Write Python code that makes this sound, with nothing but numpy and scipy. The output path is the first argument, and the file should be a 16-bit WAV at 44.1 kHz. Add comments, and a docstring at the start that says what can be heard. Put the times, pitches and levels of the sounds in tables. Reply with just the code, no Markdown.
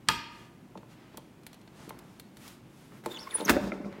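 """An electric flatbread maker on a close microphone in a small kitchen, in mono. Something metal is
tapped and rings; fingers rustle and knock as they turn the bread, and the hot plate ticks. Then the
lid is gripped: its hinge sticks and slips, squeaking and grinding, the rims meet with a clack, and the
lid rings, thuds onto the bread and settles. Behind it are the kitchen's reverberation and low air."""
import sys
import numpy as np
from scipy import signal
from scipy.fft import rfft, irfft
from scipy.io import wavfile
from scipy.ndimage import map_coordinates

SR = 44100
rng = np.random.default_rng(int(sys.argv[2]) if len(sys.argv) > 2 else 0)


def store_pcm(level_fs):
    """Save levels as 16-bit WAV."""
    pcm = np.round(np.clip(level_fs, -1, 1) * 32767).astype(np.int16)
    wavfile.write(sys.argv[1], SR, np.atleast_2d(pcm).T)


N = 176400

# noise of the rims clacking and of the lid's shell rattling: band_hz, level_db, t60_s
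CLACK_BANDS = [(81, -64, .08), (227, -29, 0.14), (496, -31, 0.044), (1020, -30.5, 0.063),
               (1890, -20.5, 0.025), (3140, -35, 0.056), (4740, -26, 0.01), (7300, -37.5, 0.087),
               (15200, -29, 0.059)]
SHELL_BANDS = [(30, -38, 0.35), (45, -50.5, 0.53), (111, -48, 0.41), (231, -44.5, 2.4), (510, -51, 2.1),
               (900, -50, 1.68), (1990, -52, 0.26), (4900, -54.5, 1.04), (10300, -59, 0.7),
               (15900, -50.5, 0.41)]
# modes of the lid's body, its thud on the bread and its handle: pitch_hz, level_db, t60_s
LID_MODES = [(57.9, -5.5, 0.81), (95.7, 4, 0.22), (197, -2.5, 2.3), (209, -7.5, 1.5), (232, -5, 0.97),
             (315, -0.5, 0.83), (415, -3, 1.9), (565.8, -3, 1.74), (624, 1, 0.22), (721, -0.5, .5),
             (1105, -15, 0.84), (1643, -9, 0.46), (1733, -3, 0.34), (2490, -14, 0.35)]
THUD_MODES = [(230, -7, 0.072), (293, -1.5, 0.065), (380, -1.5, 0.038), (558, 0, 0.049), (607.4, -4, 0.18),
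              (765, -9.5, 0.083)]
HANDLE_MODES = [(604, 3.5, 0.097), (1314, 4, 0.032), (1407, 7, 0.013), (2080, 3.5, 0.03),
                (2360, 4.5, 0.016), (3670, -12, .015)]
# impacts as the lid lands and settles: start_s, level_db, brightness_hz
RIM_CONTACTS = [(3.472, -22, 5000), (3.48, -13.5, 9070), (3.488, -5, 2750), (3.4942, 2, 14000),
                (3.501, -6.5, 13930), (3.507, -15.5, 15200), (3.527, -33, 4000), (3.538, -17.5, 3040),
                (3.565, -10, 1390)]
LID_BLOWS = [(3.498, -35, 5000), (3.564, -45.5, 770)]
THUDS = [(3.4975, -13, 260), (3.556, -25.5, 700), (3.5635, -18, 1100), (3.669, -30, 350),
         (3.725, -24.5, 347), (3.799, -25.5, 270), (3.85, -31, 278)]
HANDLE_SNAPS = [(3.7195, -33, 3400), (3.846, -44.5, 1680), (3.927, -51, 2500)]
# hinge squeaks: start_s, length_s, from_hz, to_hz, level_db, roughness_share
SQUEAKS = [(3.097, 0.04, 3650, 3550, -44.5, 0.026), (3.132, 0.049, 3495, 3400, -44, 0.021),
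           (3.155, 0.032, 3500, 2746, -44.5, 0.032), (3.181, 0.024, 3900, 5380, -45, .03),
           (3.194, 0.027, 5200, 5610, -45.5, 0.022), (3.206, 0.05, 5600, 4830, -49, .03),
           (3.262, 0.026, 1030, 1104, -40.5, 0.023), (3.301, 0.018, 3870, 3160, -44, 0.032),
           (3.303, 0.056, 2800, 1284, -47, 0.029), (3.346, 0.015, 1180, 864, -44.5, 0.059),
           (3.286, 0.076, 9860, 9950, -53.5, 0.025), (3.336, 0.036, 9800, 9700, -24, 0.0047),
           (3.366, .03, 3480, 3370, -47, 0.044), (3.395, 0.026, 4170, 3600, -42.5, 0.05),
           (3.445, 0.016, 6480, 6330, -34, 0.023), (3.454, 0.0128, 6570, 4800, -38.5, 0.027)]
# course of the hinge friction: time_s, level_db
GRIND_LEVELS = [(3.038, -55), (3.1, -57), (3.25, -55.5), (3.331, -53), (3.402, -45), (3.44, -54.5),
                (3.481, -42), (3.509, -33)]
# noise of the metal tap and of its bright early reflections: band_hz, level_db, t60_s
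TAP_BANDS = [(45, -52, 0.18), (116, -47, 0.44), (305, -43, 0.26), (574, -45.5, .05), (1240, -24, 0.071),
             (2210, -30.5, 0.063), (4260, -24, 0.018), (8040, -32, 0.0041), (10400, -28.5, 0.0093),
             (15820, -44, .014)]
TAP_ECHO_BANDS = [(1000, -49.5, 0.17), (4030, -44, 0.33), (8000, -58.5, 0.26), (12000, -49, 0.32),
                  (16000, -51, .17)]
# modes of the tapped metal, the damped striker, the housing and the plate: pitch_hz, level_db, t60_s
TAP_MODES = [(951, -0.5, .8), (921, -1, 0.74), (1206, -5.5, 0.99), (1230, 1.5, .5), (1587, -5.5, .55),
             (1663, -5, .5), (2078, -5, .7), (2210, -10, .52), (2444, -4, 0.64), (2492, -6, 0.73),
             (2670, -9.5, 0.79), (2820, -6, .75), (2900, -8, .6), (3290, -7, .55), (3870, -11, .6),
             (4296, -12.5, .45), (4860, -9, 0.43), (5360, -11, .55), (6100, -13, .35)]
STRIKER_MODES = [(888, -25.5, 0.091), (1227, -19.5, 0.067), (1610, -24, 0.021), (2170, -28, 0.037),
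                 (2600, -29, 0.049), (2710, -19, 0.021), (3247, -17, 0.032), (4300, -22.5, 0.026),
                 (4826, -20, 0.022), (5380, -49, 0.017), (6100, -27.5, 0.024), (7360, -19.5, 0.013),
                 (8230, -19.5, 0.012), (9800, -25, 0.0096)]
HOUSING_MODES = [(148, -19.5, 0.058), (195.4, -8, 0.13), (318, -2.5, 0.072), (429.6, -1, 0.044),
                 (533, -1.5, 0.028), (612, -5, 0.056), (884, 1, 0.032), (1055, -3, 0.042),
                 (1310, 0.5, 0.013), (2150, -7.5, 0.021), (3150, -10, 0.0085)]
PLATE_MODES = [(4070, -8, .05), (4370, -6.5, 0.042)]
# knocks on the housing: start_s, level_db, low_hz, high_hz
KNOCKS = [(.077, -20.5, 60, 170), (0.7532, -37, 450, 1050), (0.761, -32.5, 112, 234),
          (0.774, -41, 119, 700), (.83, -47.5, 400, 1810), (1.143, -47.5, 150, 1200),
          (1.177, -41.5, 170, 1290), (1.6757, -46, 2230, 4000), (1.8735, -36.5, 90, 433),
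          (1.9056, -35.5, 725, 3560), (2.92, -49.5, 920, 2600), (3.0598, -27.5, 300, 2230),
          (3.067, -26, 202, 424), (3.146, -48, 200, 1500), (3.353, -36, 450, 1010), (3.383, -40, 200, 2000),
          (3.399, -30, 201, 714), (3.412, -28, 255, 875), (3.422, -27.5, 151, 657),
          (3.456, -22.5, 100, 238), (3.98, -35.5, 153, 495)]
# click of the hot plate: band_hz, level_db, t60_s
TICK_BANDS = [(500, -9, 0.019), (1970, -5.5, 0.035), (3200, -5, 0.041), (4260, -2.5, 0.039),
              (5200, -4.5, 0.018), (9000, -4, 0.039), (11000, 0.5, 0.032), (12400, 1, 0.029),
              (15100, 1, 0.035)]
# ticks of the hot plate: start_s, level_db, brightness_hz
TICKS = [(.7744, -52.5, 5200), (1.1725, -46.5, 15030), (1.434, -61.5, 8900), (1.466, -47.5, 13800),
         (1.5305, -53.5, 8900), (1.543, -57, 10600), (1.614, -61, 7000), (1.676, -53.5, 3770),
         (1.8926, -48, 14900), (1.9895, -55, 14000), (2.197, -48.5, 16000), (2.3695, -54, 13800),
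         (2.479, -49.5, 14240), (3.06, -42.5, 11000), (3.926, -61.5, 7150)]
# handling rustles: centre_s, width_s, level_db, brightness_hz
RUSTLES = [(.08, 0.0057, -51, 4530), (0.389, 0.063, -57.5, 8660), (.92, 0.019, -59, 9000),
           (1.03, 0.078, -58.5, 3900), (1.14, 0.014, -59, 4000), (1.54, 0.06, -65, 4000),
           (1.828, 0.057, -54, 8750), (1.92, 0.12, -51, 1360), (2.1, 0.11, -63.5, 9450),
           (2.471, 0.056, -51, 12000), (2.82, 0.079, -60.5, 11600), (2.928, 0.0093, -54, 2000),
           (2.96, 0.017, -57, 2520), (2.97, 0.035, -62, 13800), (3.123, 0.018, -50, 15000),
           (3.937, .008, -58, 2000), (3.965, 0.056, -48.5, 2170)]
# kitchen reverberation: band_hz, level_db, t60_s
KITCHEN_BANDS = [(100, -72, 0.57), (320, -61, 0.54), (1000, -63, 0.81), (3000, -56, 0.75), (4920, -54, 0.6),
                 (9030, -54.5, 0.34), (16000, -54.5, 0.17)]
# colour of the hinge's scrape, the rubbing and the room's air: frequency_hz, relative_db
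SCRAPE_COLOUR = [(200, -17), (1500, 4.5), (3500, -6.5), (7000, -11.5), (15000, -14)]
RUB_COLOUR = [(100, 1.5), (400, 1.5), (1000, 1), (2200, 0), (4000, -3.5), (8000, -6.5), (15000, -5)]
AIR_COLOUR = [(15, -48), (25, -35), (43, -4), (86, -12), (113, 0.5), (281, -1), (359, -4.5), (445, -13),
              (970, -17.5), (1050, -19), (1750, -23.5), (2060, -24), (2700, -25), (4040, -32),
              (15500, -39.5)]

SHELL_START_S, SHELL_FLUTTER_DB = 3.506, 3
SQUEAK_RASP_DB, SQUEAK_BREAK_DB, SQUEAK_WAVER = 123, 54.5, 0.54  # spreads per unit of roughness
SQUEAK_CATCH_S = 0.0042  # time scale on which the hinge catches
OCTAVE_DB, OCTAVE_DB_PER_DB, OCTAVE_FULL_AT_DB = -4, 0.76, -32  # harder squeaks gain more octave
SLIPS_PER_S, SCRAPE_DB = 300, 0.5
TAP_START_S, TAP_RING_DB = .0863, -39.5
# how much of each source reaches the walls
LID_ROOM_DB, SQUEAK_ROOM_DB, TAP_ROOM_DB, RING_ROOM_DB, SMALL_ROOM_DB = -4.5, -2.5, -.5, -4, -2
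ECHO_DELAY_S, AIR_DB = .007, -53.5
LOW_CUT_HZ, HIGH_CUT_HZ = 39, 15900


def lid():
    """The rims meet in a quick cluster; the loose lid rings unevenly, thuds on the bread and settles."""
    body = ring(LID_MODES, size=32768)
    thud = ring(THUD_MODES, size=8192)
    handle = ring(HANDLE_MODES, size=2048)
    ringing = play(LID_BLOWS, lambda: body)
    add(ringing, SHELL_START_S, burst(SHELL_BANDS, size=32768))
    ringing = waver(ringing, share=0.0252, seconds=0.0306)
    ringing *= amp(SHELL_FLUTTER_DB * wobble(seconds=0.034))
    clack = play(RIM_CONTACTS, lambda: burst(CLACK_BANDS, size=4096, hold_s=0.002))
    return clack + ringing + play(THUDS, lambda: thud) + play(HANDLE_SNAPS, lambda: handle)


def hinge_squeaks():
    """Stick-slip squeaks with a weak octave; rough ones rasp, waver and break as the hinge catches."""
    out = np.zeros(N)
    jitter = wobble(seconds=0.0007) + SQUEAK_WAVER * wobble(SQUEAK_CATCH_S)
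    rasp_db = SQUEAK_RASP_DB * wobble(seconds=0.001) + SQUEAK_BREAK_DB * wobble(SQUEAK_CATCH_S)
    for start_s, length_s, from_hz, to_hz, db, rough in SQUEAKS:
        i, n = int(start_s * SR), int(length_s * SR)
        pitch_hz = np.geomspace(from_hz, to_hz, n) * (1 + rough * jitter[i:i + n])
        phase = 2 * np.pi * np.cumsum(pitch_hz) / SR
        swell = np.hanning(n) * unit(amp(rough * rasp_db[i:i + n]))
        octave = amp(OCTAVE_DB + OCTAVE_DB_PER_DB * min(db - OCTAVE_FULL_AT_DB, 0))
        tone = np.sin(phase) + octave * np.sin(2 * phase)
        add(out, start_s, np.sqrt(2) * amp(db) * swell * tone)
    return out


def hinge_grind(housing):
    """Uneven slips shake the housing and scrape, harder as the lid gathers speed."""
    time_s, db = np.array(GRIND_LEVELS).T
    effort = amp(np.interp(np.arange(N) / SR, time_s, db, left=-np.inf, right=-np.inf))
    slips = (rng.random(N) < SLIPS_PER_S / SR) * rng.standard_normal(N)
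    shake = unit(signal.fftconvolve(slips, housing)[:N])
    scrape = unit(noise(SCRAPE_COLOUR) * amp(wobble(seconds=0.0068)))  # patchy by about 1 dB
    return effort * (shake + amp(SCRAPE_DB) * scrape)


def metal_tap():
    """A damped striker clicks on metal and sets closely spaced modes ringing; returns click and ring."""
    click, ringing = np.zeros(N), np.zeros(N)
    crack = burst(TAP_BANDS, size=32768, hold_s=0.0017)
    add(click, TAP_START_S, crack + ring(STRIKER_MODES, size=32768))
    add(ringing, TAP_START_S, amp(TAP_RING_DB) * ring(TAP_MODES, size=44100))
    return click, ringing


def knocks(housing):
    """Fingers and lid knock the housing; each contact wakes its own range of modes."""
    out = np.zeros(N)
    for start_s, db, low_hz, high_hz in KNOCKS:
        add(out, start_s, amp(db) * lowpass(highpass(housing, low_hz), high_hz, order=4))
    return out


def plate_ticks():
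    """The hot plate ticks: a dry click with a small ping."""
    ping = ring(PLATE_MODES, size=2048)
    return play(TICKS, lambda: burst(TICK_BANDS, size=2048) + ping)


def rustles():
    """Soft swells of rubbing as the bread and the hand move."""
    t, rub = np.arange(N) / SR, noise(RUB_COLOUR)
    return sum(amp(db) * np.exp(-.5 * ((t - centre_s) / width_s) ** 2) * lowpass(rub, hz)
               for centre_s, width_s, db, hz in RUSTLES)


def kitchen(to_walls):
    """The walls return reverberation and the tap's bright early reflections, over low steady air."""
    out = np.zeros(N)
    add(out, ECHO_DELAY_S, signal.fftconvolve(to_walls, burst(KITCHEN_BANDS, size=32768))[:N])
    add(out, TAP_START_S + ECHO_DELAY_S, burst(TAP_ECHO_BANDS, size=16384))
    return out + amp(AIR_DB) * noise(AIR_COLOUR)


def ring(modes, size):
    """Decaying modes of alternating sign, set off by one blow."""
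    t = np.arange(size) / SR
    return sum((-1) ** k * amp(db) * np.sin(2 * np.pi * hz * t) * np.exp(-np.log(1000) * t / t60)
               for k, (hz, db, t60) in enumerate(modes))


def burst(bands, size, hold_s=0):
    """Noise in third-octave bands that hold for hold_s, then each die at their own rate."""
    decay_s = np.maximum(np.arange(size) / SR - hold_s, 0)
    hz = np.fft.rfftfreq(size, 1 / SR)
    edges_hz = 28 * 2 ** (np.arange(29) / 3)
    white, out = rfft(rng.standard_normal(size)), 0
    for lo, hi in zip(edges_hz, edges_hz[1:]):
        db, t60 = along(np.sqrt(lo * hi), bands)
        band = irfft(white * ((hz >= lo) & (hz < hi)), size) * np.sqrt(SR / 2 / (hi - lo))
        out = out + band * amp(db) * np.exp(-np.log(1000) * decay_s / t60)
    return out


def noise(colour):
    """Steady noise of a given colour, rms 1."""
    db, = along(np.fft.rfftfreq(N, 1 / SR), colour)
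    return unit(irfft(rfft(rng.standard_normal(N)) * amp(db), N))


def play(events, sound):
    """Sound each impact at its own time, level and brightness."""
    out = np.zeros(N)
    for start_s, db, brightness_hz in events:
        add(out, start_s, amp(db) * lowpass(sound(), brightness_hz))
    return out


def wobble(seconds):
    """Random unsteadiness on a given time scale, rms 1."""
    return unit(lowpass(rng.standard_normal(N), .5 / seconds))


def waver(x, share, seconds):
    """Let the pitch wander by a small share."""
    shift = share * seconds * SR / np.pi * wobble(seconds)
    return map_coordinates(x, [np.arange(N) + shift], order=3)


def along(hz, table):
    """Read the columns of a table on a log-frequency axis."""
    columns = np.array(table, float).T
    return [np.interp(np.log(hz + 1), np.log(columns[0]), column) for column in columns[1:]]


def lowpass(x, hz, order=2):
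    """Dull the sound above hz."""
    return signal.sosfilt(signal.butter(order, min(hz, .45 * SR), fs=SR, output="sos"), x)


def highpass(x, hz):
    """Thin the sound below hz."""
    return signal.sosfilt(signal.butter(2, hz, "high", fs=SR, output="sos"), x)


def amp(db):
    """Decibels to gain."""
    return 10 ** (np.asarray(db) / 20)


def unit(x):
    """Scale to rms 1."""
    return x / np.sqrt(np.mean(x ** 2))


def add(out, start_s, x):
    """Mix x in at start_s."""
    i = int(start_s * SR)
    out[i:i + len(x)] += x[:N - i]


def scene():
    """The flatbread maker close to the microphone, with the kitchen behind it."""
    housing = ring(HOUSING_MODES, size=8192)
    tap, tap_ring = metal_tap()
    closing, squeaks = lid(), hinge_squeaks()
    small_sounds = hinge_grind(housing) + rustles() + knocks(housing) + plate_ticks()
    direct = closing + squeaks + tap + tap_ring + small_sounds
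    to_walls = (amp(LID_ROOM_DB) * closing + amp(SQUEAK_ROOM_DB) * squeaks + amp(TAP_ROOM_DB) * tap
                + amp(RING_ROOM_DB) * tap_ring + amp(SMALL_ROOM_DB) * small_sounds)
    return (direct + kitchen(to_walls))[None]


def record(dry):
    """The recorder cuts the deep bass and the top."""
    thinned = highpass(highpass(dry, LOW_CUT_HZ), LOW_CUT_HZ)
    return signal.sosfilt(signal.ellip(10, .2, 70, HIGH_CUT_HZ, fs=SR, output="sos"), thinned)


dry = scene()
out = record(dry)
store_pcm(out)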